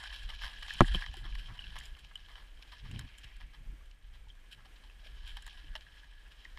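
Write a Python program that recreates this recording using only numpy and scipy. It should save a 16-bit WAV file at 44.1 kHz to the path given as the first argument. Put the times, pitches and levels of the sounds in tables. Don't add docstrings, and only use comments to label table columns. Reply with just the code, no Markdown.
import sys
import numpy as np
from scipy import signal
from scipy.fft import rfft, irfft
from scipy.io import wavfile
from scipy.ndimage import uniform_filter1d

SR = 44100
rng = np.random.default_rng(int(sys.argv[2]) if len(sys.argv) > 2 else 0)


def gain_from_db(level_db):
    decades = np.asarray(level_db, float) / 20
    return 10 ** decades


def store_pcm(level_fs):
    pcm = np.round(np.clip(level_fs, -1, 1) * 32767).astype(np.int16)
    wavfile.write(sys.argv[1], SR, np.atleast_2d(pcm).T)


N = 290220

# time in seconds, crunch level in dB.
GRAVEL_CURVE = [(0.0, -46.5), (0.2, -56), (0.42, -55.5), (0.88, -44), (1.34, -58.5), (1.74, -55),
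                (1.91, -63.5), (2.71, -63.5), (2.91, -60.5), (3.08, -61.5), (3.33, -67.5), (3.66, -75),
                (4.56, -74.5), (4.93, -66.5), (5.22, -61), (5.48, -59), (6.05, -65), (6.58, -64.5)]
# start in seconds, level in dB, dull part in dB re that,
# length in seconds.
GRINDS = [(0.286, -47, -2, 0.037), (0.409, -42, -3.5, 0.077), (0.622, -42, -2.5, 0.017),
          (1.005, -47.5, -1.5, 0.035), (1.131, -56, -10, .01), (1.236, -55.5, 4.5, 0.049),
          (1.476, -65.5, 10, 0.065), (1.754, -45.5, 0.5, 0.023), (1.966, -55.5, 1, 0.0099),
          (2.111, -68.5, 13, .01), (2.279, -57.5, 0.5, 0.051), (2.356, -58, 0.5, 0.06),
          (2.716, -51.5, -2.5, 0.034), (2.846, -57, 2, 0.022), (2.988, -55, 0.5, 0.036),
          (3.397, -57.5, -1, 0.041), (3.529, -58.5, -0.5, 0.036), (4.127, -62.5, -4, 0.049),
          (4.574, -68.5, 5.5, 0.064), (4.646, -60, -0.5, 0.027), (4.835, -60, -3.5, 0.022),
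          (5.054, -65, -6, 0.035), (5.365, -49.5, -2, 0.016), (5.465, -59, -2, .021),
          (5.574, -58.5, -4, 0.026), (5.754, -42.5, -7.5, 0.012), (6.041, -60, -6.5, .012),
          (6.308, -58.5, -12, .023)]
# start in seconds, level in dB, bright part in dB re that,
# length in seconds.
SLIDES = [(0.025, -59, -23, 0.046), (0.122, -49, -10, 0.073), (.228, -52.5, -6.5, 0.012),
          (.339, -52, -10, 0.02), (0.573, -60, -14, 0.023), (0.668, -45.5, -15, 0.079),
          (0.735, -50.5, 2.5, .008), (0.936, -41.5, -9, 0.039), (1.166, -51, -7.5, 0.032),
          (1.348, -48, -9.5, .011), (1.381, -49.5, -10.5, 0.034), (1.775, -52, -26, 0.034),
          (1.827, -57.5, -4, 0.057), (1.988, -59, -3.5, 0.015), (2.622, -48.5, -12, .01),
          (2.91, -59, -26, 0.016), (3.176, -62.5, 5, 0.022), (3.233, -51.5, -13.5, 0.022),
          (3.364, -62, -2, 0.0099), (3.855, -69, 0, 0.0086), (3.909, -59, -25, 0.0094),
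          (4.283, -62, -23, .018), (4.508, -52, -7.5, 0.039), (4.757, -59, -23, .012),
          (5.039, -56, -11.5, 0.05), (5.252, -52.5, -8, 0.088), (5.805, -56.5, -16, 0.026),
          (6.195, -75.5, -15.5, .013), (6.38, -62.5, -14, .052), (6.445, -52.5, -15, .007)]
# time in seconds, peak in dB, ring in Hz, broad crack in dB re the ring.
CLINKS = [(0.037, -39.5, 1594, 5), (.057, -39.5, 1670, -0.5), (0.302, -37, 3060, -12),
          (.436, -35, 1660, -5), (.625, -40.5, 1800, -9), (.682, -45, 3170, 9), (.707, -30, 1774, -15),
          (.845, -34, 1780, -14), (0.928, -37, 3240, -10), (.947, -22, 3210, -14), (0.968, -40.5, 1810, -1),
          (1.022, -31.5, 1740, -4), (1.041, -38, 1830, -1), (1.062, -41, 3200, 6), (1.085, -42, 3130, -22),
          (1.252, -42.5, 3290, -6), (1.353, -45, 1900, 2.5), (1.591, -33.5, 3010, -15),
          (1.621, -43, 3020, -28), (1.64, -40.5, 2830, -17), (2.156, -33.5, 3090, -16.5),
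          (2.355, -43, 3110, -0.5), (3.415, -65.5, 1705, 16), (4.301, -46, 3260, -14),
          (4.898, -51.5, 2700, -2), (5.753, -37, 2950, 4.5), (5.866, -49.5, 1764, -18),
          (6.265, -58, 2640, -13), (6.452, -40, 1990, -10), (6.574, -48.5, 1690, 9)]
# time in seconds, peak in dB, ring in Hz, bright part in dB.
SNAPS = [(1.14, -45.5, 2980, -7), (1.787, -56.5, 3040, 11.5), (1.801, -60, 2920, 6.5),
         (1.855, -50.5, 5130, 1), (2.155, -53.5, 3070, 1.5), (2.913, -50, 2830, -2.9),
         (2.992, -45.5, 1650, 3.5), (3.243, -49.5, 2870, -5.5), (4.352, -60, 1710, -7),
         (5.369, -41.5, 3190, -11), (5.423, -61, 3120, 7), (5.465, -48, 1730, 0),
         (5.477, -43.5, 1854, -8.5)]
# time in seconds, peak in dB, ring in Hz.
CLOPS = [(.3, -55, 830), (1.14, -48.5, 800), (1.17, -53.5, 362), (1.25, -55, 330), (2.73, -53.5, 1003),
         (3.732, -58.5, 299), (3.81, -60.5, 1190), (4.27, -61.5, 898), (4.66, -60.5, 790),
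         (4.845, -61, 886), (5.03, -66, 643), (5.06, -60.5, 636), (5.371, -52, 836), (5.64, -59, 298),
         (5.753, -48.5, 642), (5.754, -47, 902)]
# frequency in Hz, level in dB per Hz.
STONE_COLOUR = [(300, -30), (550, -23.5), (1050, -8), (1400, -4.5), (2300, -1), (4500, -9.5), (6000, -13),
                (8000, -10), (10500, -22), (15000, -34), (15600, -73.5)]
# frequency in Hz, width in Hz, boost in dB.
CAVITY = [(1674, 140, 10), (3130, 430, 10.5), (3940, 130, 5.5), (5380, 400, 6.5), (7100, 1100, 8),
          (10300, 1200, 9)]
RANGE_EDGES = [500, 1350, 2100, 5400, 16500]
# time in seconds, level in dB, hardness in Hz.
KNOCKS = [
    (0.8067, -9, 5946),
    (0.8150, -36, 700),
    (.9465, -52, 1500),
    (.952, -60, 400),
]
# frequency in Hz, level in dB, 60 dB decay in seconds.
SHELL_MODES = [(188, -0.5, 0.068), (330, -5, 0.045), (537, -16.5, 0.012), (751, -15, 0.054),
               (1068, 1.5, 0.013), (1219, 2, 0.011), (1700, -8, 0.026), (1924, -12, 0.022),
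               (2320, -11, 0.028)]
# frequency in Hz, level in dB, 60 dB decay in seconds.
MOUNT_MODES = [(32.4, -12.5, 0.35), (72, -10, 0.09), (124.6, -8, .07), (259, -4, .045), (824, -11, .03)]
# time in seconds, buffeting in dB.
BREEZE_CURVE = [(0, -50), (.7, -48.5), (1.2, -68), (1.9, -51), (2.3, -52.5), (3.4, -51.5), (4.2, -53),
                (4.6, -59.5), (5.2, -49), (6.0, -55.5), (6.58, -54)]
# peak in seconds, length in seconds, buffeting in dB, flutter in dB.
GUSTS = [(0.266, .16, -41, -64), (0.45, 0.058, -47, -64), (0.765, 0.057, -52, -55), (0.934, 0.17, -30, -55),
         (1.102, 0.09, -35, -59), (1.305, 0.43, -41.5, -56.5), (1.508, 0.069, -56, -53),
         (1.676, 0.34, -48, -60.5), (1.93, 0.049, -49.5, -75), (2.046, 0.079, -74, -70),
         (2.848, 0.064, -58, -52), (2.959, 0.18, -58, -44), (3.05, 0.035, -49, -51),
         (3.25, 0.073, -56, -64), (3.444, 0.099, -53.5, -62.5), (3.606, .08, -61, -57.5),
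         (3.697, 0.12, -42.5, -55.5), (4.152, 0.11, -67.5, -65.5), (4.274, 0.11, -53.5, -76.5),
         (4.597, 0.19, -85, -69.5), (5.121, 0.12, -55.5, -80), (5.306, 0.18, -45.5, -91.5),
         (5.713, 0.16, -48, -64), (6.28, 0.068, -58, -92), (6.55, 0.057, -62, -80)]
# frequency in Hz, level in dB per Hz.
HISS_COLOUR = [(88, -25.5), (150, -7), (235, -9.5), (420, -12.5), (920, -14), (1400, -13), (2300, -10.5),
               (3800, -20.5), (14000, -31), (15200, -37.5), (15600, -77.5)]
# from this time in seconds, first tick in seconds.
TICK_PHASES = [
    (0, .010),
    (3.727, .030),
]


def gravel():
    crunch_db, = in_time(GRAVEL_CURVE)
    dull_db = -6
    bright_db = -12 + 0.058 * (crunch_db - crunch_db.mean())
    clumps = gain_from_db(1.4 * drift(3.1) + 2.2 * drift(50))
    fine = grains(N, per_s=3200, spread_db=1.5, smooth=0.99)
    crunch = (rms_one(fine) + 0.37 * rms_one(pebbles(per_s=500, cycles=17))) * clumps
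    ranges = [rms_one(part) * gain_from_db(1.5 * drift(14)) for part in stone_ranges(crunch)]
    return gain_from_db(crunch_db) * blend(ranges, -1, dull_db, bright_db)


def pebbles(per_s, cycles, count=16):
    taps = grains(N, per_s, spread_db=3.5, smooth=0)
    size_of_tap = rng.integers(0, count, N)
    out = np.zeros(N)
    for size, hz in enumerate(np.geomspace(700, 9500, count)):
        out += ring(taps * (size_of_tap == size), hz, cycles / hz) * np.sqrt(hz)
    return out


def scuffs():
    out, t = np.zeros(N + SR), np.arange(SR // 5) / SR
    rows = [(s, db, -1 + 0.2 * dull_db, dull_db, -11, length) for s, db, dull_db, length in GRINDS]
    rows += [(s, db, -6, -15.5, bright_db, length) for s, db, bright_db, length in SLIDES]
    showers = grains((len(rows), len(t)), per_s=5000, spread_db=4.5, smooth=0.62)
    uneven = 8 * uniform_filter1d(rng.standard_normal(showers.shape), size=64)
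    for (s, db, lower_db, dull_db, bright_db, length), shower, lumps in zip(rows, showers, uneven):
        share = t / np.clip(length, 0.004, 0.09)
        weight = np.minimum(share / 0.15, 1) * np.exp(-np.maximum(share - 0.55, 0) / 0.45)
        weight_rms = np.sqrt(np.mean(weight ** 2))
        grinding = shower * weight * gain_from_db(2.5 * lumps)
        ranges = [rms_one(part) * weight_rms for part in stone_ranges(grinding)]
        place(out, s, gain_from_db(db) * blend(ranges, lower_db, dull_db, bright_db))
    return out[:N]


def clinks():
    out, t = np.zeros(N + SR), np.arange(SR // 10) / SR
    rows = [(s, db, hz, crack_db, crack_db - 13.5) for s, db, hz, crack_db in CLINKS]
    rows += [(s, db, hz, 2, bright_db + 9) for s, db, hz, bright_db in SNAPS]
    contacts = rng.standard_normal((len(rows), len(t)))
    strike = (t == 0) * 1.0
    for (s, db, hz, crack_db, bright_db), noise in zip(rows, contacts):
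        crack = stone_ranges(noise * np.exp(-t / 0.0028))
        dull, lower, upper, bright = [part / np.abs(part).max() for part in crack]
        tone = ring(strike, hz - 110, 0.032) - 0.8 * ring(strike, hz + 110, 0.022)
        hit = tone / np.abs(tone).max()
        hit = hit + gain_from_db(crack_db) * (dull + lower + upper) + gain_from_db(bright_db) * bright
        place(out, s, gain_from_db(db) * hit)
    return out[:N]


def clops():
    out, t = np.zeros(N + SR), np.arange(SR // 10) / SR
    strike, t60_s = (t == 0) * 1.0, 0.062
    for s, db, hz in CLOPS:
        tone = ring(strike, hz * 0.97, t60_s) - 0.7 * ring(strike, hz * 1.12, t60_s * 0.4)
        place(out, s, gain_from_db(db) * tone / np.abs(tone).max())
    return out[:N]


def drag():
    scrape = rms_one(band(grains(N, per_s=1700, spread_db=3.5, smooth=0.87), 1900, 2860))
    swell = gust(np.arange(N) / SR, peak=3.115, length=1)
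    return gain_from_db(-64 + 2 * drift(20)) * swell * scrape


def knock():
    out, build_up_s = np.zeros(N), 0.002
    for s, db, hard_hz in KNOCKS:
        click = np.zeros(N)
        click[round(s * SR)] = -gain_from_db(db)
        softening = signal.butter(1, hard_hz, fs=SR, output="sos")
        click = signal.sosfilt(softening, click) * SR / (2 * np.pi * hard_hz)
        for hz, level_db, t60 in SHELL_MODES + MOUNT_MODES:
            lag = round(SR * build_up_s * (hz < 700))
            push = -1 if lag else 1
            out += push * gain_from_db(level_db) * ring(np.roll(click, lag), hz, t60)
        out += gain_from_db(-2.5) * band(click, 2000, 14000)
    return out


def wind():
    t = np.arange(N) / SR
    breeze = gain_from_db(in_time(BREEZE_CURVE)[0])
    push, flutter = breeze.copy(), gain_from_db(-23.5) * breeze
    for peak, length, push_db, flutter_db in GUSTS:
        swell = gust(t, peak, length)
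        push += gain_from_db(push_db) * swell
        flutter += gain_from_db(flutter_db) * swell
    buffet = rms_one(band(rng.standard_normal(N + SR), 18, 48, order=3)[SR:])
    eddies = band(rng.standard_normal(N + SR), 65, 140)
    eddies = eddies + 0.11 * band(rng.standard_normal(N + SR), 140, 260, order=4)
    return push * buffet + flutter * gain_from_db(1.5 * drift(9)) * rms_one(eddies[SR:])


def gust(t, peak, length):
    rise = 0.44
    side = np.where(t < peak, rise, 1 - rise) * max(length, 0.02)
    return np.exp(-2 * ((t - peak) / side) ** 2)


def electronics():
    frame_hz, whine_hz, tick_s = 24, 8560, 0.009
    t = np.arange(N) / SR
    weak_cavity = np.array(CAVITY[:2]) * [1, 1, 0.6]
    hiss = signal.fftconvolve(rng.standard_normal(N + SR), response(HISS_COLOUR, weak_cavity))
    hiss = rms_one(hiss[SR:N + SR])
    first = np.where(t < TICK_PHASES[1][0], TICK_PHASES[0][1], TICK_PHASES[1][1])
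    from_tick = ((t - first) * frame_hz + 0.5) % 1 - 0.5
    gate = np.exp(-(2 * from_tick / frame_hz / tick_s) ** 2)
    ticks = gate * np.sin(2 * np.pi * whine_hz * t)
    return gain_from_db(-67.5 + 1.4 * drift(3.7)) * hiss + gain_from_db(-76.5) * ticks


def grains(shape, per_s, spread_db, smooth):
    sizes = gain_from_db(spread_db * np.minimum(rng.exponential(1, shape), 5)) * rng.choice([-1, 1], shape)
    impacts = sizes * (rng.random(shape) < per_s / SR)
    return rms_one(impacts) + smooth * rng.standard_normal(shape)


def stone_ranges(x):
    x = signal.fftconvolve(x, response(STONE_COLOUR, CAVITY))[:len(x)]
    borders = zip(RANGE_EDGES, RANGE_EDGES[1:], [2, 2, 2, 1])
    return [band(x, low, high, order) for low, high, order in borders]


def blend(ranges, lower_db, dull_db, bright_db):
    dull, lower, upper, bright = ranges
    return upper + gain_from_db(lower_db) * lower + gain_from_db(dull_db) * dull + gain_from_db(bright_db) * bright


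def response(spectrum, peaks, size=4096):
    hz = np.maximum(np.arange(size // 2 + 1) * SR / size, 20)
    corner_hz, corner_db = np.transpose(spectrum)
    db = np.interp(np.log(hz), np.log(corner_hz), corner_db)
    for centre, width, top_db in peaks:
        db = db + top_db / (1 + (2 * (hz - centre) / width) ** 2)
    cepstrum = irfft(np.log(gain_from_db(db)))
    cepstrum[1:size // 2] *= 2
    cepstrum[size // 2 + 1:] = 0
    return irfft(np.exp(rfft(cepstrum)))[:size // 2]


def ring(clicks, hz, t60):
    r, w = gain_from_db(-60 / (t60 * SR)), 2 * np.pi * hz / SR
    return signal.lfilter([0, np.sin(w)], [1, -2 * r * np.cos(w), r * r], clicks + 1e-18)


def drift(rate):
    r = np.exp(-2 * np.pi * rate / SR)
    return rms_one(signal.lfilter([1], [1, -2 * r, r * r], rng.standard_normal(N + SR))[SR:])


def band(x, low_hz, high_hz, order=2):
    return signal.sosfilt(signal.butter(order, [low_hz, high_hz], "band", fs=SR, output="sos"), x)


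def in_time(rows):
    s, *columns = np.transpose(rows)
    return [np.interp(np.arange(N) / SR, s, column) for column in columns]


def rms_one(x):
    return x / np.sqrt(np.mean(x ** 2) + 1e-20)


def place(out, start_s, sound):
    start = round(start_s * SR)
    out[start:start + len(sound)] += sound


def scene():
    close = scuffs() + clinks()
    close = close + gain_from_db(2.5) * band(close, 11000, 16000)
    hooves = gravel() + close + clops() + drag()
    return (hooves + knock() + wind() + electronics())[None]


def low_pass(x):
    return signal.sosfilt(signal.butter(12, 16430, fs=SR, output="sos"), x)


def record(dry):
    ceiling = 0.395
    mix = dry / (1 + (np.abs(dry) / ceiling) ** 6) ** (1 / 6)
    return low_pass(mix)


dry = scene()
out = record(dry)
store_pcm(out)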